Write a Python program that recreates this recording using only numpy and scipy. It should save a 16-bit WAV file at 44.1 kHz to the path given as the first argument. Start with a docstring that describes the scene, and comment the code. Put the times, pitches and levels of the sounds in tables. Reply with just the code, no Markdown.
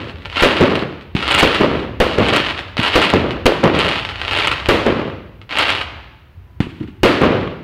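"""Shells burst overhead with sharp bangs, their stars crackle in showers and mortars thump, at night.
Each bang is a blast wave convolved with a random echo response: the ground and close walls smear it, far
walls return it a fifth of a second later and the neighbourhood rolls on. Star pops are filtered impulses.
A launch adds a rounded push and hissing gas. Behind lie steady air, a far engine hum, a distant thud and
faint falling tones, all made of noise and sines. A small microphone colours the fireworks; loud peaks clip."""
import sys
import numpy as np
from scipy import signal
from scipy.fft import rfft, irfft, next_fast_len
from scipy.io import wavfile
from scipy.ndimage import uniform_filter1d, map_coordinates

SR = 44100
rng = np.random.default_rng(int(sys.argv[2]) if len(sys.argv) > 2 else 0)


def unload_audio(sound):
    """Save the sound as a 16-bit wav file, at the path given as the first command line argument."""
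    columns = np.transpose(np.atleast_2d(sound))
    # keep every value between -1 and 1, then stretch to whole-number steps
    steps = np.round(np.clip(columns, -1, 1) * 32767)
    wavfile.write(sys.argv[1], SR, steps.astype(np.int16))


N = 336483  # length in samples

# Shell bursts, the first already rolling away. Each row: time in seconds, charge in relative dB, then the
# relative dB of near scatter, walls, roll and later walls, and the extra way to the walls in seconds.
SHELL_BURSTS = [(-.55, 20.5, -6, 2, 1.5, -1, 0), (.4235, 16.5, -16, -1, -5.5, 1, 0.0057),
                (1.4275, 8.5, -5.5, 6, 0.5, 0.5, 0.00065), (2.002, 14.5, -12.5, -1, -6, 4, 0.00087),
                (2.9555, 11, -7.5, 2.5, -2.5, -0.5, 0.0003), (3.4567, 14.5, -11.5, 0.5, -6, 2.5, .001),
                (4.6874, 10.5, -7.5, 1.5, 1.5, 0.5, -0.0042), (7.0324, 12.5, -7.5, 5, 1, -3, 0.0029)]
# Far walls as heard from the sky. 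Each row: delay in seconds, scatter in relative dB, rise in seconds,
# t60 in seconds, flat face in relative dB.
SKY_WALLS = [(0.182, 5, 0.028, 0.19, -2), (0.287, -13, 0.041, 0.48, -17.5), (.4, -23, .01, .2, -32.5)]


def bursts():
    """Detonation in open air: a very short rise and a strong shock front make a sharp crack."""
    return bangs(SHELL_BURSTS, SKY_WALLS, width=0.0007, rise=.00003, front_db=9.5, heave_db=-13.5, slap_db=-1.5)


def pressure_wave(t, width, rise):
    """Blast-wave principle: overpressure decays through zero into suction; width and rise in seconds."""
    u = t / width
    return (1 - u) * np.exp(-u) * (1 - np.exp(-(t + 1 / SR) / rise))


def bangs(table, walls, width, rise, front_db, heave_db, slap_db):
    """Linear superposition: every blast is convolved with its own echo response and added in place."""
    out = np.zeros(N + 4 * SR)  # one spare second in front, for a bang before the start
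    t = np.arange(SR // 10) / SR
    blast = pressure_wave(t, width, rise)
    blast[0] += amp(front_db)  # the shock front cracks
    # the slow push of the expanding gas is too long to be scattered
    heave = amp(heave_db) * pressure_wave(t, 0.0082, rise)
    for s, charge_db, *place in table:
        clear, diffuse = space(walls, *place, slap_db=slap_db)
        heard = signal.fftconvolve(blast + heave, clear)
        heard += signal.fftconvolve(blast, diffuse)
        out[round((s + 1) * SR):][:len(heard)] += amp(charge_db) * heard
    return out[SR:SR + N]


# Showers of stars that swell, hold and thin out. Each row: first star in seconds, swell, hold and whole
# length in seconds, full level in relative dB, swell in dB per second, thinning in dB per second.
STAR_SHOWERS = [(0, 0, 0.0086, .23, -29.5, 100, 68), (0.304, 0.079, 0.076, .52, -12.5, 300, 56),
                (1.16, .16, 0.058, .68, -9.5, 108, 55), (2.064, 0.25, 0.064, .66, -13, 65, 91.5),
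                (2.769, 0.058, .25, .6, -13, 75, 116), (3.654, 0.15, 0.12, .5, -13.5, 152, 136),
                (4.093, 0.29, 0.088, .58, -11.5, 79.5, 114), (5.49, 0.097, 0.073, .335, -11.5, 195, 72)]
# Single loud stars. Each row: time in seconds, strength in relative dB.
LOUD_STARS = [(0.053, -13), (.2219, -7.5), (0.251, -1), (.2567, 7), (.2997, 2.5), (0.3275, 2), (0.3606, 4),
              (.5683, 14), (0.603, 7), (0.655, 10), (.699, 8), (.7551, 15), (0.7933, 8), (1.011, -6.5),
              (1.1663, 13.5), (1.183, -14), (1.197, -5), (1.2268, 13), (1.288, 9), (1.3195, 18), (1.508, 0),
              (1.5468, 16), (2.2859, 17), (2.3446, 15.5), (2.4643, 12), (2.5773, 5), (2.5915, 11),
              (2.683, -4), (2.7708, 3), (2.8328, 16.5), (3.049, -6), (3.1022, 16.5), (3.3082, 10),
              (3.7498, 10), (3.798, 13), (3.809, 14), (3.826, 8), (3.8417, 10), (3.8894, 16), (3.914, 14),
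              (3.9514, 0), (3.9675, -3), (3.9938, -7), (4.025, 2), (4.0506, 12.5), (4.09, 9), (4.118, 0),
              (4.158, 5.5), (4.1834, 0), (4.202, 0), (4.2158, 13), (4.2502, 10), (4.2802, 13.5),
              (4.3111, 14), (4.334, 14.5), (4.364, 14), (4.374, 16), (4.3874, 17), (4.4234, 8),
              (4.4459, 13.5), (4.4722, 18), (4.5157, 14), (4.6007, 6), (4.659, 12.5), (5.4156, -6.5),
              (5.4932, -1), (5.5094, 6), (5.5263, 8), (5.574, 11), (5.5867, 22), (5.7042, 10), (5.751, 14),
              (5.8141, 12)]
# Spectrum of one star pop. Each row: frequency in Hz, gain in dB.
STAR_SPECTRUM = [(60, -46), (130, -12), (250, -3.5), (450, -5), (800, 2), (1500, 1.5), (3000, 0),
                 (6000, -3.5), (10000, -6), (16000, -15.5)]
# three smaller pops follow a loud star within this time, at this level beside it
SPLINTER_S, SPLINTER_DB = .009, -8.5


def crackle(groups=4):
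    """Random impulse process: pops grow denser and louder with the shower; each sky part has its echoes."""
    level_db = np.max([shower_db(*row) for row in STAR_SHOWERS], axis=0)
    level_db += 3 * wobble(60)
    when, chance, size, part = rng.random((7000, 4)).T
    at = (when * N).astype(int)
    group = (part * groups).astype(int)
    star_db = level_db[at]
    density = np.clip(amp(0.56 * (star_db + 18)), .06, .45)
    lit = np.clip(20 * (density - chance), 0, 1)
    size_db = 16.5 - 3.13 * np.log(size + 0.06)  # few strong stars, many weak ones
    strength = lit * amp(star_db + size_db) / np.sqrt(density)
    out = np.zeros(N)
    for k in range(groups):
        clicks = np.bincount(at, strength * (group == k), N)
        for s, db in LOUD_STARS[k::groups]:
            late = np.append(0, rng.random(3))  # the star itself, then its splinters
            places = ((s + SPLINTER_S * late) * SR).astype(int)
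            np.add.at(clicks, places, amp(db + SPLINTER_DB * (late > 0)))
        clear, diffuse = space(SKY_WALLS, -13.0, -18.5, -12, slap_db=-8.5)
        out += signal.fftconvolve(clicks, clear + diffuse)[:N]
    return coloured(out, STAR_SPECTRUM)


def shower_db(first, swell, hold, length, full_db, rise, fall):
    """Exponential growth and decay: the level of one shower follows straight lines in dB."""
    t = np.arange(N) / SR - first
    under = rise * np.clip(swell - t, 0, None)
    under += fall * np.clip(t - swell - hold, 0, None)
    return np.where((t >= 0) & (t < length), full_db - under, -120)


# Mortar launches. Each row: time in seconds, charge in relative dB, then the relative dB of near scatter,
# walls, roll and later walls, and the extra way to the walls in seconds.
MORTAR_LAUNCHES = [(1.151, 14.3, -43, -20.5, -8, 0, 0), (2.792, 11.7, -5.5, -16, -24.5, 0, 0),
                   (6.604, 18.2, -31, -23, -13, 0, 0.0098)]
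# Walls as heard from the mortar on the ground. Each row: delay in seconds, scatter in relative dB,
# rise in seconds, t60 in seconds, flat face in relative dB.
GROUND_WALLS = [(0.198, 5, .004, 0.31, 9), (0.224, 1, .004, 0.074, -1.5), (0.271, -4, 0.0048, 0.11, 0.5)]
# Response of the mortar tube. Each row: frequency in Hz, gain in dB.
TUBE_RESPONSE = [(40, -16.5), (100, -6), (190, -0.5), (330, -1.5), (550, -17.5), (1200, -0.5),
                 (2500, -12.5), (16000, -5)]
# Spectrum of the escaping gas. Each row: frequency in Hz, relative density in dB per Hz.
GAS_SPECTRUM = [(200, -40), (600, -8), (1500, -2), (2800, -8), (5000, -11), (9000, -3), (16000, -10)]


def mortars():
    """Confined charge and jet noise: the tube rounds the push, gas hisses out and the rising comet fizzes."""
    t = np.arange(N) / SR

    def decay(s, t60):
        """Exponential decay from time s."""
        return (t > s) * amp(-60 * abs(t - s) / t60)

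    jet = np.zeros(N)
    for s, charge_db, *_ in MORTAR_LAUNCHES:
        hiss = amp(-32.0) * decay(s, 0.12)
        fizz = amp(-50.5) * decay(s, 1.3)
        answers = sum(amp(-55.5) * decay(s + wall[0], 0.07) for wall in GROUND_WALLS)
        jet += amp(charge_db) * (hiss + fizz + answers)
    push = bangs(MORTAR_LAUNCHES, GROUND_WALLS, width=0.0017, rise=0.00088,
                 front_db=-2, heave_db=-24, slap_db=-8.5)
    return coloured(push, TUBE_RESPONSE) + jet * amp(1.5 * wobble(60)) * noise(GAS_SPECTRUM)


# Decay of the neighbourhood roll. Each row: frequency in Hz, t60 in seconds.
ROLL_DECAY = [(60, 1.11), (200, 0.91), (600, 0.79), (2000, 0.87), (6000, 0.81), (14000, 0.33)]


def neighbourhood_roll(length):
    """Frequency-dependent reverberation: each band of noise dies exponentially at its own speed."""
    hz, frames, z = signal.stft(rng.standard_normal(length), SR, nperseg=256)
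    decay = amp(-60 * frames / along(ROLL_DECAY, hz)[:, None])
    return signal.istft(z * decay, SR, nperseg=256)[1][:length]


def lumps(length):
    """Uneven scattering: noise whose level varies at random reflects like irregular surfaces."""
    lump_db = 4.8 * unit(uniform_filter1d(rng.standard_normal(length), size=120))
    return rng.standard_normal(length) * amp(lump_db)


def swell(s, rise, t60):
    """Build-up and decay of scattered energy: rise and t60 in seconds, silent before s = 0."""
    return (s > 0) * (1 - np.exp(-abs(s) / rise)) * amp(-60 * abs(s) / t60)


# Close walls. Each row: delay in seconds, level in relative dB.
CLOSE_WALLS = [(.0038, -13), (.0065, -19.5), (.01, -6), (0.014, -12.5), (.024, 0), (.035, -8), (0.065, -8)]
# Rough close walls return the low part. Each row: frequency in Hz, gain in dB.
CLOSE_RESPONSE = [(30, -1), (150, -12), (550, 3.5), (900, -9), (2000, -9.5), (16000, -39)]
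# Near scatter, with the dip where the ground path cancels. Each row: frequency in Hz, gain in dB.
NEAR_RESPONSE = [(30, -30.5), (90, -8), (150, -8.5), (350, 1), (560, 2), (760, -3), (1200, 2.5), (3000, -3),
                 (8000, 3), (16000, 14.5)]
# Far scatter, with the same kind of dip. Each row: frequency in Hz, gain in dB.
FAR_RESPONSE = [(30, -17), (90, -4), (150, -4.5), (350, -1), (580, 0), (760, -6.5), (1200, -3), (3000, -12),
                (8000, -15.5), (16000, -1)]
# What a flat wall returns. Each row: frequency in Hz, gain in dB.
FACE_RESPONSE = [(30, -18), (400, 4.5), (1000, -2.5), (4000, -14), (16000, -17)]


def space(walls, near_db, wall_db, roll_db, later_db=0, lag=0, slap_db=0):
    """Specular and diffuse reflection: a random response, as direct sound with faces, and scatter with roll."""
    n = 2 * SR
    t = np.arange(n) / SR
    near = amp(near_db - 18) * swell(t - .001, 0.00014, 0.13) * lumps(n)
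    slaps, scatter, faces = np.zeros((3, n))
    for s, db in CLOSE_WALLS:
        slaps[round(s * SR)] = amp(db + slap_db + rng.normal(0, 4.7))
    for k, (s, db, rise, t60, face_db) in enumerate(walls):
        gain = amp(wall_db + later_db * (k > 0))
        # roofs and edges answer just ahead of the face
        scatter += gain * amp(db - 23) * swell(t - s - lag + 0.011, rise, t60)
        faces[round((s + lag) * SR)] = gain * amp(face_db)  # a flat face returns one sharp copy
    roll = neighbourhood_roll(n)
    # the far roll builds up as ever more distant surfaces answer
    far_roll = amp(wall_db - 18.5) * swell(t - SKY_WALLS[0][0], 0.06, 40) * roll
    diffuse = coloured(near + amp(roll_db - 30.0) * roll, NEAR_RESPONSE)
    diffuse += coloured(slaps, CLOSE_RESPONSE)
    diffuse += coloured(scatter * lumps(n) + far_roll, FAR_RESPONSE)
    clear = coloured(faces, FACE_RESPONSE)
    clear[0] += 1  # direct sound
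    return clear, diffuse


# Response of the small microphone. Each row: frequency in Hz, gain in dB.
MIC_RESPONSE = [(20, -2.5), (60, 2), (150, -0.5), (1600, -3), (2300, 0), (2900, 3.5), (3500, -2),
                (4400, -7), (5800, -22), (9000, -31.5), (16000, -47)]


def microphone(x):
    """Linear transduction: the capsule filters the pressure and inverts its polarity."""
    return -coloured(x, MIC_RESPONSE)


# Steady air and capsule hiss. Each row: frequency in Hz, relative density in dB per Hz.
AIR_SPECTRUM = [(60, -14), (200, -29), (500, -7.5), (1000, -9), (2700, -15), (5100, -29), (8000, -38.5),
                (16000, -29)]
# Far engine spectrum. Each row: frequency in Hz, relative density in dB per Hz.
ENGINE_SPECTRUM = [(15, -47), (30, -24), (60, -0.5), (90, 0.5), (140, -11), (200, -20), (400, -23.5),
                   (800, -77)]
# Far engine level before a slight random wobble. 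Each row: time in seconds, level in dB.
ENGINE_LEVEL = [(0, -38.5), (.4, -33.5), (.9, -46.5), (1.3, -31.5), (2.4, -32.5), (2.75, -39.5), (3.3, -30),
                (4, -34.5), (4.65, -29), (5.3, -42.5), (5.8, -34.5), (6.3, -44), (7, -37), (7.63, -47)]


def night():
    """Superposed independent sources: steady air, an uneven engine hum, a thud and falling tones."""
    air = amp(-57) * noise(AIR_SPECTRUM)
    engine = amp(curve(ENGINE_LEVEL) + 0.5 * wobble(4.1)) * noise(ENGINE_SPECTRUM)
    return air + engine + distant_thud() + falling_tones()


# A distant mortar. The one row: start in seconds, level in dB, frequency in Hz, t60 in seconds.
DISTANT_MORTAR = (6.37, -23, 91, 0.2)


def distant_thud():
    """Damped oscillation: a low sine with a soft onset dies away exponentially."""
    out = np.zeros(N)
    s, db, hz, t60 = DISTANT_MORTAR
    t = np.arange(SR // 2) / SR
    envelope = amp(db - 60 * t / t60) * (1 - np.exp(-t / 0.012))
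    out[round(s * SR):][:len(t)] += envelope * np.sin(2 * np.pi * hz * t)
    return out


# Faint tones far off. Each row: start in seconds, length in seconds, first pitch in Hz,
# level in dB before a random wobble.
FAR_TONES = [(6.08, 0.13, 890, -51), (6.19, 0.2, 667, -67), (6.42, 0.62, 1019, -58.5)]
SINK_HZ_PER_S, FADE_S = 280, .06


def falling_tones():
    """Linear frequency sweep: the phase is the integral of a steadily sinking pitch."""
    out = np.zeros(N)
    for s, length, hz, db in FAR_TONES:
        u = np.arange(N) / SR - s
        fade = np.clip(np.minimum(u, length - u) / FADE_S, 0, 1)
        phase = 2 * np.pi * (hz - SINK_HZ_PER_S * u / 2) * u
        out += fade * amp(db + 2 * wobble(29)) * np.sin(phase)
    return out


def noise(points):
    """Spectral shaping: white noise weighted in frequency by (Hz, dB) points, at rms 1."""
    m = next_fast_len(N)
    gains = amp(along(points, np.fft.rfftfreq(m, 1 / SR)))
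    return unit(irfft(rfft(rng.standard_normal(m)) * gains, m)[:N])


def coloured(x, points):
    """Minimum-phase filtering: folding the cepstrum makes a causal filter with these (Hz, dB) gains."""
    m = 8192
    gains = amp(along(points, np.fft.rfftfreq(m, 1 / SR)))
    cepstrum = irfft(np.log(gains), m)
    cepstrum[1:m // 2] *= 2
    cepstrum[m // 2 + 1:] = 0
    impulse = irfft(np.exp(rfft(cepstrum)), m)[:m // 2]
    return signal.fftconvolve(x, impulse)[:len(x)]


def wobble(rate):
    """Random modulation: a smooth spline through random knots, rate of them a second."""
    return map_coordinates(rng.standard_normal(N // 400), [np.arange(N) * rate / SR])


def curve(rows):
    """Linear interpolation of (seconds, value) rows, one value per sample."""
    return np.interp(np.arange(N) / SR, *np.transpose(rows))


def along(points, hz):
    """Logarithmic pitch scale: (Hz, value) points interpolated on a log axis."""
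    f, v = np.transpose(points)
    return np.interp(np.log(hz + 1), np.log(f + 1), v)


def unit(x):
    """Power normalisation: x at rms 1."""
    return x / np.sqrt(np.mean(x ** 2) + 1e-20)


def amp(db):
    """Decibel law: the amplitude gain of a level in dB."""
    return 10 ** (np.asarray(db) / 20)


def scene():
    """Superposition: the fireworks through the microphone, over the background."""
    fireworks = bursts() + mortars() + crackle()
    return (microphone(fireworks) + night())[None]


TOP_HZ = 16700  # band limit


def record(dry):
    """Saturation and band limiting: the preamplifier clips, then a steep low-pass removes the top."""
    clipped = dry / (1 + np.abs(dry / .71) ** 7) ** (1 / 7)
    low_pass = signal.cheby2(14, 70, TOP_HZ, fs=SR, output="sos")
    return signal.sosfilt(low_pass, clipped)


dry = scene()
out = record(dry)
unload_audio(out)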